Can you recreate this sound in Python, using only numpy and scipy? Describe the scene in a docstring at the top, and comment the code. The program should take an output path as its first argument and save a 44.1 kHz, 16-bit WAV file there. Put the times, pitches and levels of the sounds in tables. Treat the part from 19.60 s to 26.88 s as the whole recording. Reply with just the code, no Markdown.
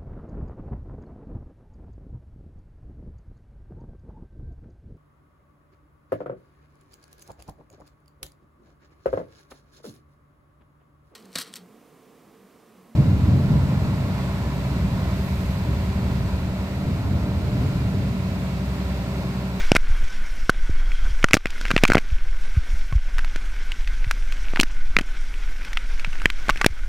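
"""In a plastic water-slide bowl, a rider circles round holding a camera in a sealed housing.
Spray drops smack the housing and ring it: each is a short blow that sets off fading tones.
Behind them are a muffled rush of water (shaped noise), a deep rumble from the shaking ride (very slow
noise), a faint whistle, fine ticking spray and a few soft bumps. One microphone feeds both channels,
and a gain control turns loud moments down."""
import sys
import numpy as np
from scipy import signal
from scipy.fft import rfft, irfft
from scipy.io import wavfile
from scipy.ndimage import uniform_filter1d

SR = 44100
rng = np.random.default_rng(int(sys.argv[2]) if len(sys.argv) > 2 else 0)


def to_wav(s):
    """Save 16-bit WAV."""
    ch = np.atleast_2d(s).T  # columns
    pcm = np.round(np.clip(ch, -1, 1) * 32767)  # PCM
    wavfile.write(sys.argv[1], SR, pcm.astype(np.int16))


N = 321048  # length in samples


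def gain_of(db):
    """Turn decibels into a plain multiplier."""
    return 10 ** (np.asarray(db) / 20)


def evened(x):
    """Scale a sound to an average (RMS) strength of 1."""
    return x / np.sqrt(np.mean(x ** 2) + 1e-20)


def peaked(x):
    """Scale a sound so that its largest swing is 1."""
    return x / abs(x).max()


def fading(t, t60_s):
    """Die away evenly in decibels, losing 60 dB in t60_s seconds."""
    return gain_of(-60 * t / t60_s)


def filtered(x, order, hz, kind):
    """Keep only the treble above hz ("high") or the range between two pitches ("band")."""
    return signal.sosfilt(signal.butter(order, hz, kind, fs=SR, output="sos"), x)


def read(points, hz):
    """Read a curve of (pitch, value) points at any pitch, evenly spaced in octaves."""
    point_hz, value = np.transpose(points)
    return np.interp(np.log(hz + 1), np.log(point_hz + 1), value)


def add(mix, start_s, sound):
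    """Mix a sound in at its start time, cut off at the end of the scene."""
    part = mix[round(start_s * SR):][:len(sound)]
    part += sound[:len(part)]


def ride(column):
    """One column of the ride's course, joined by straight lines for every sample."""
    # how the ride goes: time_s, rush_db, rumble_db, specks_per_s (chance of fine spray)
    course = np.array([(0.0, -33, -17, 110), (0.2, -40, -10.5, 80), (0.7, -41, -21, 60),
                       (1.2, -43.5, -13, 45), (1.65, -40.5, -16.5, 48), (1.8, -44.5, -18, 23),
                       (1.95, -40.5, -21.5, 55), (2.3, -36, -10.5, 55), (2.6, -45, -15, 25),
                       (2.9, -42.5, -18, 80), (3.1, -40.5, -15, 43), (3.35, -45, -16, 50),
                       (3.75, -42.5, -17, 65), (4.4, -43, -16, 110), (4.9, -41.5, -16.5, 90),
                       (5.2, -45.5, -15, 22), (5.7, -43, -18.5, 34), (6.1, -42.5, -19.5, 130),
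                       (6.8, -41, -16, 150), (7.05, -40, -17.5, 30), (7.28, -45.5, -18, 15)])
    return np.interp(np.arange(N) / SR, course[:, 0], course[:, column])


def rumble():
    """The shaking ride makes lumpy, very deep pressure swings; the membrane stiffens on the largest."""
    # tone colour of the shaking: pitch_hz, relative level_db (per Hz)
    colour = [(2.4, -51), (4, -2), (15, -6.5), (25, -9), (36, -16), (48, -30), (70, -43), (130, -49),
              (290, -110)]
    hz = np.fft.rfftfreq(N, 1 / SR)
    noise = rng.standard_normal(N)
    swing = evened(irfft(rfft(noise) * gain_of(read(colour, hz)), N))
    lopsided = swing - 0.011 * (swing ** 2 - 1)  # dips are sharper than crests
    stiffened = 2 * np.tanh(0.5 * lopsided)
    return gain_of(ride(column=2)) * stiffened


def rush():
    """Rushing water is noise built from random short-time spectra, lifted where the air resonates."""
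    # tone colour of the water: pitch_hz, relative level_db (per Hz)
    colour = [(60, -35), (100, -10), (200, -7), (400, -14), (800, -16), (1200, -15), (2500, -15),
              (4500, -20.5), (7500, -25), (14400, -34.5), (16000, -72)]
    # resonances of the air in the housing: pitch_hz, width_hz, lift_db
    air_peaks = [(1505, 244, 12.5), (2168, 420, 8), (3300, 440, 3), (5690, 1200, 6)]
    frames, hz = N // 256 + 5, np.fft.rfftfreq(1024, 1 / SR)
    real, imaginary, grain = rng.standard_normal((frames, 513, 3)).T  # each: pitch by time

    # wide flicker changes at every frame; narrower patches drift over several frames
    flicker = evened(uniform_filter1d(grain, size=120, axis=0))
    narrow = uniform_filter1d(grain, size=12, axis=0)
    patches = evened(uniform_filter1d(narrow, size=8, axis=1))

    colour_db = read(colour, hz)
    for peak_hz, width_hz, lift_db in air_peaks:
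        colour_db = colour_db + lift_db / (1 + (2 * (hz - peak_hz) / width_hz) ** 2)
    level_db = colour_db[:, None] + 1.18 * patches + 1.82 * flicker
    spectra = (real + 1j * imaginary) * gain_of(level_db)
    water = signal.istft(spectra, nperseg=1024, noverlap=768)[1][:N]
    return gain_of(ride(column=1)) * evened(water)


def whistle():
    """A faint fuzzy tone: slow noise carried on a gliding pitch."""
    # course of the tone: time_s, level_db, pitch_hz
    glide = [(1.15, -55, 3280), (1.35, -47.5, 3240), (1.52, -50, 3200)]
    time_s, level_db, pitch_hz = np.transpose(glide)
    t, out = np.arange(time_s[0], time_s[-1], 1 / SR), np.zeros(N)
    fuzz = evened(uniform_filter1d(rng.standard_normal(len(t)), size=300))
    cycles = np.cumsum(np.interp(t, time_s, pitch_hz)) / SR
    level = gain_of(np.interp(t, time_s, level_db))
    add(out, time_s[0], level * fuzz * np.sin(2 * np.pi * cycles))
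    return out


def bumps():
    """In each bump of the ride a quick wiggle arrives first and slows into one broad swing."""
    # bumps: swing_s (during the main swing), peak_db, pitch_hz (sets its speed), way (up +1, down -1)
    bump_list = [(0.306, -20, 47, -1), (0.437, -21.5, 47.4, -1), (1.101, -17.5, 54, -1),
                 (1.095, -22.5, 227, -1), (1.513, -16.5, 34, -1), (2.139, -16.5, 140, -1),
                 (2.292, -12, 172, -1), (2.528, -13.5, 42, -1), (2.977, -5.5, 52.5, -1),
                 (3.143, -16.5, 35, -1), (3.329, -16.5, 78, 1), (3.362, -6, 38.6, -1),
                 (4.472, -20.5, 64, -1), (4.996, -7.5, 204, -1), (5.035, -20, 195, -1),
                 (5.307, -24, 35.4, -1), (5.371, -21.5, 177, -1), (5.41, -19.5, 195, -1),
                 (6.477, -26, 101, 1), (7.065, -27, 203, -1), (7.107, -21, 47.4, -1)]
    out = np.zeros(N)
    for swing_s, peak_db, pitch_hz, way in bump_list:
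        u = np.arange(0, 4, pitch_hz / SR)  # time counted in cycles of pitch_hz
        wiggle = np.sin(2 * np.pi * 1.74 * u ** 0.65)  # the power below 1 slows it down
        swell = u ** 2.5 * np.exp(-4.2 * u)
        add(out, swing_s - 0.488 / pitch_hz, np.sign(way) * gain_of(peak_db) * peaked(wiggle * swell))
    return out


def housing(hz, octaves=0.19):
    """Ring of the shell; modes near the favoured pitch ring hardest, pulled towards it by the wet spot."""
    # natural tones of the shell: pitch_hz, relative level_db, t60_s (time to fade by 60 dB)
    modes = [(714, -17, 0.015), (1110, -8.5, 0.051), (1530, 13.5, 0.011), (2080, 28, 0.0035),
             (2476, 28.5, 0.0041), (2920, 10, 0.0072), (3900, -26, 0.0046), (5700, -5, .004)]
    t, ring = np.arange(1200) / SR, 0
    for mode_hz, level_db, t60_s in modes:
        near = gain_of(-6 * abs(np.log2(mode_hz / hz)) / octaves)  # 1 at the favoured pitch
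        pulled_hz = mode_hz * (hz / mode_hz) ** near
        tone = np.sin(2 * np.pi * pulled_hz * t) * fading(t, t60_s)
        ring = ring - near * gain_of(level_db) * tone
    return ring


def specks():
    """Fine spray strikes the shell in short thin ticks of unequal size that come in showers."""
    struck = rng.random(N) < ride(column=3) / SR
    size = struck * gain_of(3.95 * np.minimum(rng.exponential(1, N), 4))
    kind = rng.integers(0, 4, N)  # which of four ticks each speck makes
    t = np.arange(1200) / SR
    short = (1 - np.exp(-t / 0.00021)) * fading(t, 0.0083)
    out = np.zeros(N)
    for k, pitch_hz in enumerate((1500, 1950, 2530, 3980)):
        tick = short * housing(pitch_hz, octaves=0.69)
        out += signal.oaconvolve(size * (kind == k), tick)[:N]
    return gain_of(-64) * out


def drop(noise, ring_db, pitch_hz, push_db, fizz_db):
    """A blow and its spreading splash ring the shell, press the membrane in and crackle."""
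    t = np.arange(len(noise)) / SR

    # a 0 dB drop splashes for 11 ms; each 27 dB harder halves that
    splash_t60_s = 0.011 * 0.5 ** (ring_db / 27)
    splash = noise * (1 - np.exp(-t / 0.00027)) * fading(t, splash_t60_s)
    blow = t / 0.00006 * np.exp(1 - t / 0.00006) + 0.73 * splash
    ring = signal.oaconvolve(blow, housing(pitch_hz))[:len(t)]
    ring = peaked(filtered(ring, 2, 0.43 * pitch_hz, "high"))  # a small patch moves little bass

    # the membrane: a quick push inwards, a slower swing back and a brief wobble
    u = t / 0.00043
    inwards = u * np.exp(1 - u)
    back = 0.598 * u / 1.636 * np.exp(1 - u / 1.877)
    wobble = np.sin(2 * np.pi * 650 * t) * fading(t, 0.0075)
    push = peaked(back - inwards - 0.31 * wobble)

    fizz = filtered(splash, 1, [3500, 6500], "band")
    fizz = fizz / np.sqrt(uniform_filter1d(fizz ** 2, size=30).max())  # loudest stretch set to 1
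    return gain_of(ring_db) * ring + gain_of(push_db) * push + gain_of(fizz_db) * fizz


def drops():
    """All the distinct drops that hit the housing, each with its own random splash."""
    # drops: start_s, ring_db, pitch_hz (the pitch it favours), push_db, fizz_db
    drop_list = [(0.1179, 2.5, 2880, 5, -19), (0.1514, -8, 2860, -3, -18.5), (0.1581, -2.5, 1490, -27, -22),
                 (0.163, 1, 2000, -28, -24), (0.1654, 2.5, 1950, -4.5, -14), (0.895, 0, 1540, -1, -38),
                 (0.8978, -14.5, 700, -42, -20.5), (1.318, -22.5, 2410, -54, -50),
                 (1.6286, -15, 2600, -49, -50), (1.6425, 4, 1450, 1.5, -17.5), (1.686, -13, 1650, -42, -32),
                 (1.7097, -13, 1900, -18.5, -30), (1.7334, 14, 2560, -8.5, -23),
                 (1.741, 11.5, 1880, 9.5, -3), (1.7445, -52, 2000, -5, -15), (1.751, -8, 1990, -6, -28),
                 (1.7689, -5.5, 1300, -2.5, -23), (1.7724, -12, 2600, -19, -32),
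                 (1.8571, -3.5, 2330, -8.5, -33), (1.869, -17, 2310, -40, -35),
                 (1.904, -22.5, 2290, -50, -35), (2.0121, -21, 1640, -25.5, -31),
                 (2.0531, -12.5, 1670, -26, -38), (2.063, -21, 2200, -46, -49),
                 (2.0812, -22, 2500, -32, -41), (2.1055, -9, 1660, -17, -35),
                 (2.1132, -5.5, 1560, -11, -25), (2.1643, -0.5, 2400, -2, -29),
                 (2.1782, -8, 2670, -31, -33), (2.1863, -15, 2120, -45, -41), (2.2365, 1, 2080, 3.5, -11.5),
                 (2.241, -1.5, 2230, -10, -36), (2.252, 3.5, 1980, -10, -20),
                 (2.278, -15, 2030, -38, -19.5), (2.2827, -10, 2530, -32, -29),
                 (2.3011, -3, 1500, 1, -23.5), (2.309, -14, 2050, -36, -36), (2.3195, 3.5, 1560, -3.5, -29),
                 (2.3342, -7, 1440, -19, -20), (2.3482, 0.5, 1530, -23, -45), (2.3536, 1, 2000, 7.5, -31),
                 (2.3702, -1, 1500, 1, -51), (2.3807, -1.5, 2000, -4.5, -23), (2.385, -11, 2000, -12, -31),
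                 (3.3254, -23.5, 1110, -25.5, -46), (3.5831, -15, 1850, -37, -32.5),
                 (3.5912, -14.5, 1730, -28, -42), (3.646, -19.5, 1920, -58, -36),
                 (3.7601, -19, 1670, -21, -33), (4.119, -15, 2930, -47, -38.5),
                 (4.2746, -20.5, 2350, -63, -40), (4.4441, -22.5, 2500, -36, -51),
                 (4.5112, -6.5, 1570, -56, -23.5), (4.723, -21, 2700, -59, -36.5),
                 (4.9358, -26, 1450, -17, -59), (4.96, -11, 2030, -24, -65), (4.972, -12, 1380, -40, -56),
                 (4.995, -13, 2600, -12.5, -32), (4.9991, -2, 2500, -16, -13.5),
                 (5.0102, -13, 4410, -13, -10.5), (5.032, -7.5, 1570, -14.5, -20),
                 (5.3666, 3.5, 2040, -12, -62), (5.3876, -2, 2680, -9, -23.5),
                 (5.395, -12.5, 1770, -40, -40), (5.411, -20, 2410, -21, -33),
                 (6.0487, -23.5, 2610, -51, -38), (6.1313, -19, 2220, -49, -35.5),
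                 (6.172, -8, 2570, -52, -54), (6.396, -22, 2540, -52, -39), (6.4466, -11.5, 2520, -58, -44),
                 (6.53, -24, 2600, -56, -46), (6.6182, -18.5, 1530, -47, -40), (6.657, 4, 2300, -5.5, -39),
                 (6.7015, -7.5, 2300, -23, -27), (6.884, -18, 2210, -17, -35),
                 (6.893, -0.5, 1500, -24, -43), (6.8976, -3, 1190, -11, -22), (6.9049, -13, 2620, -20, -28),
                 (6.959, -23, 1870, -25, -42), (6.9734, -22, 2200, -39, -35),
                 (7.0135, -6.5, 1390, -20, -25), (7.0162, -6.5, 1190, -27, -29),
                 (7.0449, -1.5, 1530, -9.5, -25), (7.0626, 0, 1950, 3, -8.5)]
    out = np.zeros(N)
    noises = rng.standard_normal((len(drop_list), 1500))
    for noise, (start_s, *settings) in zip(noises, drop_list):
        add(out, start_s, drop(noise, *settings))
    return out


def scene():
    """Everything reaches one microphone, which feeds both channels."""
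    mono = rumble() + rush() + whistle() + bumps() + specks() + drops()
    return np.array([mono, mono])


def record(dry):
    """Gain control, deaf to the deepest bass, ducks just after loud moments; peaks clip; treble is cut."""
    deaf_below_hz, knee_db, recovery_db_per_s = 28, -14.5, 42
    squeeze = 0.8  # share of the excess that is taken off
    reaction_s, edge_hz = 0.006, 16200

    heard = filtered(np.clip(dry[0], -1, 1), 2, deaf_below_hz, "high")
    power = signal.lfilter(np.ones(350) / 350, 1, heard ** 2)  # average of the last 350 samples
    level_db = 10 * np.log10(power + 1e-9)

    # hold each loud moment, then let it sink at the steady recovery rate
    fall_db = np.arange(N) * recovery_db_per_s / SR
    held_db = np.maximum.accumulate(level_db + fall_db) - fall_db
    over_db = np.maximum(held_db - knee_db, 0)
    lag = np.exp(-1 / (reaction_s * SR))
    late_db = signal.lfilter([1 - lag], [1, -lag], over_db)
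    ducked = dry / gain_of(squeeze * late_db)

    clipped = np.clip(ducked, -1, 1)
    rounded = signal.lfilter([0.8], [1, 0.8 - 1], clipped)  # the top octave rolls off
    edge = signal.firwin(255, edge_hz, window=("kaiser", 9), fs=SR)  # little passes above edge_hz
    return 0.97 * signal.oaconvolve(rounded, edge[None], "same")


dry = scene()
out = record(dry)
to_wav(out)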